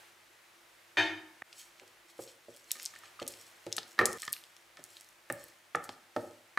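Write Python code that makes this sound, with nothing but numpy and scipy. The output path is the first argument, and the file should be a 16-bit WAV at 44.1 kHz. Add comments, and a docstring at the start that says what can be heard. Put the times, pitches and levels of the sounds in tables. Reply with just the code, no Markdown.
"""A small hard kitchen, humming: an empty glass bowl is set down on a stone counter and rings as damped sines.
Then a wooden spatula stirs thick batter in it. Its knocks on the held bowl are short damped sines with a slap of
noise, the batter smears as grainy filtered hiss, and smacks and pops as blinks of pitched noise. The room answers
with decaying noise echoes over hum and air; at two moments all ringing breaks off."""
import sys
import numpy as np
from scipy import signal
from scipy.fft import rfft, irfft, next_fast_len
from scipy.io import wavfile
from scipy.ndimage import uniform_filter1d, map_coordinates

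SR = 44100
rng = np.random.default_rng(int(sys.argv[2]) if len(sys.argv) > 2 else 0)


def rack_gain(trim_db):
    """Turn a fader trim in dB into the linear factor to multiply a signal by."""
    fader = np.asarray(trim_db, float)
    return 10 ** (fader / 20)


def materialize(psi):
    """Save the field psi as 16-bit PCM at rate SR to the path in sys.argv[1].

    A 1-D psi becomes a single channel; in a 2-D psi each row is a channel.
    """
    bounded = np.clip(np.atleast_2d(psi).T, -1, 1)
    quanta = np.round(bounded * 32767).astype(np.int16)
    wavfile.write(sys.argv[1], SR, quanta)


N = 290178  # length in samples


def unit(x):
    """Scales a sound to rms 1."""
    return x / np.sqrt(np.mean(x ** 2) + 1e-20)


def along(points, hz):
    """Reads a curve of (Hz, value) points on a log frequency axis."""
    point_hz, value = np.transpose(points)
    return np.interp(np.log(hz + 1), np.log(point_hz + 1), value)


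def curves(rows):
    """Draws one value per sample for each column after the time."""
    seconds, *columns = np.transpose(rows)
    return [np.interp(np.arange(N) / SR, seconds, column) for column in columns]


def wobble(rate):
    """A smooth random curve with rate knots a second."""
    knots = rng.standard_normal(int(N * rate / SR) + 4)
    return map_coordinates(knots, [np.arange(N) * rate / SR])


def filtered(x, response):
    """Shapes the spectrum of x by a gain that is a function of frequency."""
    size = next_fast_len(x.shape[-1] + 8192)
    spectrum = rfft(x, size) * response(np.fft.rfftfreq(size, 1 / SR))
    return irfft(spectrum, size)[..., :x.shape[-1]]


def spread(pair, alike):
    """Mixes two unrelated signals to a left and right of the given likeness per frequency."""
    def mid_side_gains(hz):
        angle = np.arccos(np.clip(along(alike, hz), -1, 1)) / 2
        return np.array([np.cos(angle), np.sin(angle)])

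    mid, side = filtered(pair, mid_side_gains)
    return np.array([mid + side, mid - side])


def ring(modes, scatter_db, rough, swell, size):
    """Sums damped sines at scattered strengths; rough blurs each line, swell is its build-up in cycles."""
    t = np.arange(size) / SR
    hz, db, t60 = np.transpose(modes)[:, :, None]
    db = db + scatter_db * rng.standard_normal(db.shape)
    phase_steps = rng.standard_normal((len(hz), size))
    wander = rough * np.sqrt(hz / SR) * np.cumsum(phase_steps, axis=1)
    rise = 1 - np.exp(-t * hz / swell)
    decay = rack_gain(db - 60 * t / t60)
    return (rise * decay * np.sin(2 * np.pi * hz * t + wander)).sum(axis=0)


# Reverberation of the hard room. Each row: frequency in Hz, t60 in seconds, relative level in dB.
ROOM_DECAY = [(99, 0.44, 8.5), (514, 0.56, 5), (1520, 0.54, 1.5), (3900, 0.32, 1), (11800, 0.3, -4)]


def echoes():
    """Draws one stereo answer of the room: noise in which each frequency dies at its own speed."""
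    hz, t, bins = signal.stft(rng.standard_normal((2, SR // 2)), SR, nperseg=256)
    band, t60, db = np.transpose(ROOM_DECAY)
    t60 = along(np.transpose([band, t60]), hz)[:, None]
    db = along(np.transpose([band, db]), hz)[:, None]
    dying = rack_gain(-60 * t / t60)
    dying /= np.linalg.norm(dying, axis=1, keepdims=True)
    tail = signal.istft(bins * rack_gain(db) * dying, SR, nperseg=256)[1]
    tail = spread(tail, [(100, 1.0), (1000, 0.87), (8000, 0.72)])
    return np.pad(tail / np.sqrt(128), ((0, 0), (SR // 300, 0)))  # first echo after 1/300 s


# Moments where all ringing breaks off. Each entry: time in seconds.
BREAKS = [1.4255, 4.178]


def add(out, sound, s, pan_db, room_db):
    """Places a sound and its echoes at s seconds, cutting them at the next break; positive pan leans left."""
    wet = rack_gain(room_db) * signal.fftconvolve(sound[None], echoes(), axes=1)
    wet[:, :len(sound)] += sound * rack_gain([[pan_db / 2], [-pan_db / 2]])
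    start = round(s * SR)
    end = min([round(b * SR) for b in BREAKS if b > s] + [N])
    out[:, start:end][:, :wet.shape[1]] += wet[:, :end - start]


# Level curve of the hum and air. Each row: time in seconds, relative level in dB.
HUM_LEVEL = [(0.0, -62), (0.15, -66.5), (1.42, -66), (2.55, -68), (2.95, -64), (4.17, -65), (4.4, -66.5),
             (6.58, -68)]
# Spectrum of the kitchen air. Each row: frequency in Hz, relative level in dB.
AIR_COLOUR = [(20, -44), (45, -7), (70, -45), (100, -14), (130, -14), (250, -12), (340, -10.5), (600, -4.5),
              (1200, -4.5), (2000, -3), (2800, -7), (5000, -12), (10000, -16), (16000, -21)]
# Stereo width of the air. Each row: frequency in Hz, left-right likeness from 0 to 1.
AIR_LIKENESS = [(60, 1), (240, 0.55), (950, 0.48), (3770, 0.67), (15000, 0.77)]


def kitchen():
    """Appliance hum and air: coloured noise with two wavering tones, dropping out and returning at the first break."""
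    noise = rng.standard_normal((2, N))
    air = unit(spread(filtered(noise, lambda hz: rack_gain(along(AIR_COLOUR, hz))), AIR_LIKENESS))
    t = np.arange(N) / SR
    drone = rack_gain(-16.0 + 5.2 * wobble(49)) * np.sin(2 * np.pi * 343 * t + 0.64 * wobble(31))
    drone += rack_gain(-23.5 + 0.65 * wobble(23)) * np.sin(2 * np.pi * 100 * t + 0.41 * wobble(4.8))
    since_break = np.abs(t - BREAKS[0])
    fade = np.where(t < BREAKS[0], 1, 1 - np.exp(-since_break / 0.018))
    return rack_gain(curves(HUM_LEVEL)[0] + 5.0 + 0.097 * wobble(4.8)) * (air + drone) * fade


# The empty bowl landing. One row: start in seconds, length of the chatter in seconds, level in dB.
BOWL_LANDING = (0.97, 0.027, -25)
# Free modes of the empty bowl. Each row: frequency in Hz, relative level in dB, t60 in seconds.
EMPTY_MODES = [(104.7, -20.5, 0.34), (314.5, -16, 0.74), (330.7, -18, 0.64), (378, -12, 0.3),
               (482, -15.5, 0.11), (598, -3, 0.057), (684, -16, 0.34), (770, -15, 0.3), (888, -13, 0.32),
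               (914, -12.5, 0.3), (950, -10, 0.19), (1260, -17, 0.38), (1388, -7, 0.23), (1540, -10, 0.27),
               (1648, -6, 0.28), (1700, -3.5, 0.33), (1757, -7.5, 0.25), (1790, 4.5, 0.17),
               (1853, -0.5, 0.22), (2180, -16.5, 0.62), (2396, -2, 0.19), (2470, -10.5, 0.39),
               (2690, -13, 0.28), (2540, -12, 0.31), (3084, -8.5, 0.46), (3460, -10, 0.25),
               (3620, -8, 0.24), (3701, -10.5, 0.5), (4040, -33, 0.22), (4390, -16, 0.26),
               (4780, -23, 0.56), (5500, -41, 0.34), (6277, -22.5, 0.42), (7014, -37, 0.23)]


def landing():
    """The bowl's foot chatters on the stone: its free modes swell together with a noisy rattle of contacts."""
    out = np.zeros((2, N))
    s, chatter, db = BOWL_LANDING
    modes = ring(EMPTY_MODES, scatter_db=1.5, rough=0.15, swell=2.0, size=SR // 2)
    t = np.arange(len(modes)) / SR
    noise = rng.standard_normal(len(t))
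    rattle = filtered(noise, lambda hz: rack_gain(-5 * np.log2((hz + 50) / 2000) ** 2))
    sound = modes / np.std(modes[:SR // 20]) + rack_gain(-9.0 - 60 * t / 0.42) * unit(rattle)
    swell = np.clip(t / chatter, 0, 1) ** 0.21
    add(out, rack_gain(db) * sound * swell, s, pan_db=1.5, room_db=-4.5)
    return out


# Modes of the filled bowl, damped by batter and hand. Each row: frequency in Hz, relative level in dB,
# t60 in seconds at damping 1.
FILLED_MODES = [(110.2, -12, 0.21), (172, -13.5, 0.12), (261, -5, 0.088), (371.6, 4.5, 0.067),
                (474.3, -0.5, 0.096), (545, 3, 0.06), (605, -6, 0.098), (760, 1.5, 0.062), (781, 1, 0.088),
                (826, 0.5, 0.11), (1106, -13, 0.067), (1246, 9.5, 0.042), (1310, -3.5, 0.05),
                (1660, -23, 0.072), (1776, 7, 0.045), (2176, 6, 0.011), (2640, -16, 0.034),
                (3110, -14, 0.026), (3990, -4.5, 0.0091), (4340, -35, 0.024)]
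# Spatula knocks. Each row: start in seconds, relative level in dB, offset in dB of the modes near 1250 Hz,
# offset in dB of the modes above those, damping factor.
SPATULA_KNOCKS = [(1.42, -41, 3.5, 7.5, 2.5), (1.816, -51.5, -17, -17, 1.2), (1.832, -46.5, -12, -22, 2.7),
                  (2.191, -33.5, -16.5, -40, 1.55), (2.484, -41, -35, -34, 1.4), (2.753, -62, 7, 12, 0.59),
                  (2.937, -69.5, 22.5, 22.5, 1.6), (2.96, -73, 8, 26, 1.3), (3.034, -65, 12, 13, 0.98),
                  (3.192, -63, 18, 0, 0.94), (3.217, -29.5, -22, -16, 1.45), (3.666, -32, -20, -30, 1.5),
                  (3.78, -37, 4, 4.5, 2.07), (3.98, -45, -2, 6, 1.7), (3.99, -29.5, 9, 14.5, 1),
                  (4.011, -26.5, 1, -1.5, 0.84), (4.228, -67.5, 13.5, 22, 0.54),
                  (4.279, -58, 26.5, 28, 2.03), (4.770, -67.5, 6, 14, 0.5), (4.79, -47, -18, -21, 1.42),
                  (5.300, -26.5, -8, -3, 1.42), (5.7484, -28.5, 7, 2, 1.38), (5.891, -34.5, -2.5, -3, 2.3),
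                  (6.163, -22, -8, -16, 1.42), (6.574, -39.5, 12.5, 16.5, 1.3)]


def knocks():
    """Where and how hard the wood lands sets how much each group of modes speaks and how soon it dies."""
    out = np.zeros((2, N))
    hz, level, t60 = np.transpose(FILLED_MODES)
    for s, db, middle_db, high_db, damping in SPATULA_KNOCKS:
        upper_db = -4.5 + 0.44 * middle_db  # modes near 850 Hz partly follow those near 1250 Hz
        tilt = np.select([hz < 700, hz < 1100, hz < 1500], [0, upper_db, middle_db], high_db)
        modes = np.transpose([hz, level + tilt + db - 4, t60 / damping])
        sound = ring(modes, scatter_db=2.07, rough=0.42, swell=1.0, size=SR // 4)
        t = np.arange(len(sound)) / SR
        # unpitched slap of wood and batter, in the colour of the modes
        colour = [(30, -60), *zip(hz, level + tilt), (9000, high_db - 76)]
        slap = filtered(rng.standard_normal(len(t)), lambda f: rack_gain(along(colour, f)))
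        cushion = 1 - np.exp(-t / 0.0012)  # softened contact
        sound += rack_gain(db + 8.5 - 60 * t * damping / 0.02) * slap * cushion
        # a pressed blade leaves less after-sound
        add(out, sound, s, pan_db=-1.5, room_db=-10.0 - 6 * (damping - 1.5))
    return out


# Drags of the blade through batter on glass. Each row: firmest contact in seconds, level in dB,
# centre frequency in Hz, rise in seconds, fall in seconds.
BLADE_DRAGS = [(1.6, -49.5, 5600, .09, 0.12), (1.793, -67.5, 3670, .2, 0.42),
               (2.108, -57.5, 4780, .05, 0.031), (2.212, -52, 6700, 0.059, .2),
               (2.286, -52.5, 4100, .05, 0.076), (2.57, -61.5, 5600, .3, .17),
               (2.68, -64, 6800, 0.05, 0.44), (2.809, -52, 5000, 0.24, 0.18),
               (2.962, -61.5, 4000, .12, 0.11), (3.049, -56.5, 2850, 0.061, 0.13),
               (3.228, -52, 3340, .055, .025), (3.31, -53.5, 5750, .07, .42), (3.72, -66, 5400, 0.18, 0.48),
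               (3.9, -60, 6800, .1, 0.095), (4.001, -59.5, 3400, .09, .2), (4.16, -57, 6500, 0.18, .1),
               (4.23, -50, 6000, .12, 0.17), (4.392, -65.5, 4400, .05, 0.43),
               (4.79, -61.5, 3280, 0.016, 0.048), (4.951, -58, 6250, .2, 0.27),
               (5.312, -62.5, 9400, .04, 0.16), (5.401, -57.5, 5900, .07, 0.26),
               (5.848, -49.5, 7960, 0.036, 0.039), (5.902, -61, 5040, .1, .2), (6.2, -59, 6500, 0.072, .35)]


def drags():
    """Gain and centre pitch of the rubbing: each drag swells to its firmest contact and fades; the louder leads."""
    s, db, hz, rise, fall = np.transpose(BLADE_DRAGS)[:, :, None]
    late = np.arange(0, N + 64, 64) / SR - s  # one step every 64 samples
    distance = np.where(late < 0, -late / rise, late / fall)
    power = rack_gain(db - 25 * distance) ** 2 + 1e-14  # 25 dB lost over each rise or fall time
    total = power.sum(axis=0)
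    centre = np.exp((power * np.log(hz)).sum(axis=0) / total)
    steps = np.arange(len(centre)) * 64
    return [np.interp(np.arange(N), steps, v) for v in (np.sqrt(total), centre)]


# Stickiness of the batter. Each row: time in seconds, share of grains from 0 to 1.
STICKINESS = [(1.43, 0.2), (2.4, 0.28), (2.6, 0.34), (5.0, 0.46), (6.58, 0.08)]
# Wall modes that the stroke wakes. Each row: frequency in Hz, half-width in Hz, level in dB over the hiss.
WALL_MODES = [(2500, 70, 2), (3150, 80, 3), (4280, 80, 3), (5500, 80, 3), (6700, 100, 0), (8000, 200, 3),
              (11100, 120, 1)]


def smear():
    """Wet hiss with sticky grains under the stroke, brighter or duller as the blade turns, coloured by the wall."""
    (gain, centre), (grit,) = drags(), curves(STICKINESS)
    grain_db = np.minimum(5 * rng.exponential(size=N), 9)
    grain_size = rack_gain(grain_db) * (rng.random(N) < 0.008)  # sparse grains
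    grains = unit(grain_size * rng.standard_normal((2, N))) * np.clip(grit, 0, 1)
    rubbing = grains + 0.37 * rng.standard_normal((2, N))

    def wall(f):
        return 1 + sum(rack_gain(level) / (1 + ((f - c) / w) ** 2) for c, w, level in WALL_MODES)

    hz, t, bins = signal.stft(filtered(rubbing, wall), SR, nperseg=256)
    octaves = np.log2((hz[:, None] + 50) / np.interp(t * SR, np.arange(N), centre))
    tone = rack_gain(-4.5 * octaves ** 2)
    tone /= np.linalg.norm(tone, axis=0)
    # louder and softer patches in time and frequency
    patches = uniform_filter1d(rng.standard_normal(bins.shape[1:]), size=2, axis=0)
    patches = uniform_filter1d(patches, size=14, axis=1)
    bins = bins * tone * rack_gain(2.5 * unit(patches))
    hiss = signal.istft(bins, SR, nperseg=256)[1][:, :N]
    stroke = unit(spread(hiss, [(2000, 1.0), (10000, 0.93)]))
    stirring = np.arange(N) > BREAKS[0] * SR
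    return stroke * gain * rack_gain(1.5 * wobble(40)) * stirring


def small_pops():
    """Strews 24 faint pops at random, more of them where the drags are strong and the batter sticky."""
    gain = drags()[0]
    share, size, pitch = rng.random((24, 3)).T
    stirring = np.arange(N) > BREAKS[0] * SR
    busy = np.cumsum(np.sqrt(gain) * curves(STICKINESS)[0] * stirring)
    at = np.searchsorted(busy, share * busy[-1])
    db = 20 * np.log10(gain[at]) + 6.5 - 8 * size  # tied to the drag's level
    hz = 4500 * 3.2 ** (pitch - 0.5)
    ms = np.full(len(at), 0.48)
    return np.transpose([at / SR, db, hz, ms])


# The clearest air pockets bursting in the batter. Each row: start in seconds, level in dB, pitch in Hz,
# decay time of the burst in ms.
CLEAR_POPS = [(1.5277, -39.5, 3800, 4.1), (1.7975, -40.5, 2950, 0.48), (1.878, -44, 5700, 0.37),
              (2.2765, -44, 2920, 0.28), (2.564, -39, 7750, .48), (2.643, -43, 5000, .3),
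              (2.7083, -24.5, 3160, 0.41), (2.7163, -12.5, 7630, 0.97), (2.798, -31.5, 2930, 0.68),
              (2.805, -46, 4460, 0.31), (2.8304, -26, 9700, 0.12), (2.846, -33, 4090, .48),
              (2.8537, -20, 6900, 0.17), (2.8598, -16.5, 5270, 0.14), (2.9534, -38.5, 2900, .45),
              (2.9886, -42, 7940, 2.1), (3.1987, -32.5, 2680, 0.55), (3.2664, -34, 4720, .42),
              (3.278, -20.5, 7500, 0.18), (3.3225, -38, 8000, .57), (3.338, -38, 3220, 0.84),
              (3.666, -36.5, 3680, 0.6), (3.7194, -37, 3920, 0.66), (3.7266, -18, 5470, 0.93),
              (3.7663, -20, 7200, 0.28), (3.7824, -17, 4200, 0.34), (3.786, -24.5, 3800, 0.56),
              (3.831, -36, 4040, 0.59), (3.99, -19, 3460, 0.65), (4.0562, -6, 8100, 0.12),
              (4.1164, -31.5, 6150, 0.45), (4.1236, -31, 7210, .35), (4.1297, -28, 7590, 0.44),
              (4.185, -37, 3130, 0.33), (4.22, -23, 6300, 0.61), (4.2314, -32, 2490, 0.59),
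              (4.2517, -33, 5780, .33), (4.2785, -25.5, 2600, 1), (4.3001, -39, 5210, 0.29),
              (4.3238, -28, 11200, 0.44), (4.329, -11, 10800, 0.43), (4.3364, -23.5, 4000, 0.27),
              (4.365, -35.5, 2650, 0.73), (4.4387, -37, 4320, .4), (4.566, -40, 4760, .48),
              (4.7711, -36, 2570, 0.17), (4.84, -25.5, 9600, .17), (4.9685, -35.5, 3720, 0.22),
              (5.01, -38, 8900, 0.4), (5.089, -43, 8300, .48), (5.3006, -35, 5500, 0.38),
              (5.3246, -21, 10400, .48), (5.44, -34, 10400, 0.59), (5.4854, -41, 11700, .47),
              (5.7568, -26.5, 5370, 0.28), (5.8426, -32.5, 8400, 0.39), (5.892, -29.5, 3650, 0.38),
              (6.164, -30.5, 4440, 0.35), (6.31, -47, 4210, 0.31)]


def pops():
    """Each bursting pocket is a blink of noise around its pitch, with a short wet fizz after it."""
    out = np.zeros((2, N))
    t = np.arange(SR // 20) / SR
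    for s, db, hz, ms in [*CLEAR_POPS, *small_pops()]:
        blink = np.exp(-t * 1000 / max(ms, 0.05))
        fizz = 0.11 * np.exp(-t / 0.0062)
        burst = rng.standard_normal(len(t)) * (blink + fizz)
        b, a = signal.iirpeak(hz, 0.9, SR)
        pitched = signal.lfilter(b, a, signal.lfilter(b, a, burst))
        sound = signal.lfilter(*signal.butter(2, 0.43 * hz, "high", fs=SR), pitched)
        pan_db = rng.normal(0.5, 2)
        add(out, rack_gain(db) * sound / np.abs(sound).max(), s, pan_db, room_db=-11.0)
    return out


def scene():
    """Close sounds reach the microphone without their deepest bass; the kitchen keeps its own."""
    b, a = signal.butter(3, 85, "high", fs=SR)
    close = landing() + knocks() + pops() + smear()
    return signal.lfilter(b, a, close) + kitchen()


def low_pass(x):
    """Removes everything above the highest recorded frequency."""
    return signal.sosfilt(signal.butter(12, 16670, fs=SR, output="sos"), x)


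def record(dry):
    """A lowpass cuts off the very top: it slopes down from 15300 Hz to -19 dB at 16300 Hz and above."""
    mix = filtered(dry, lambda hz: rack_gain(along([(15300, 0), (16300, -19)], hz)))
    return low_pass(mix)


dry = scene()
out = record(dry)
materialize(out)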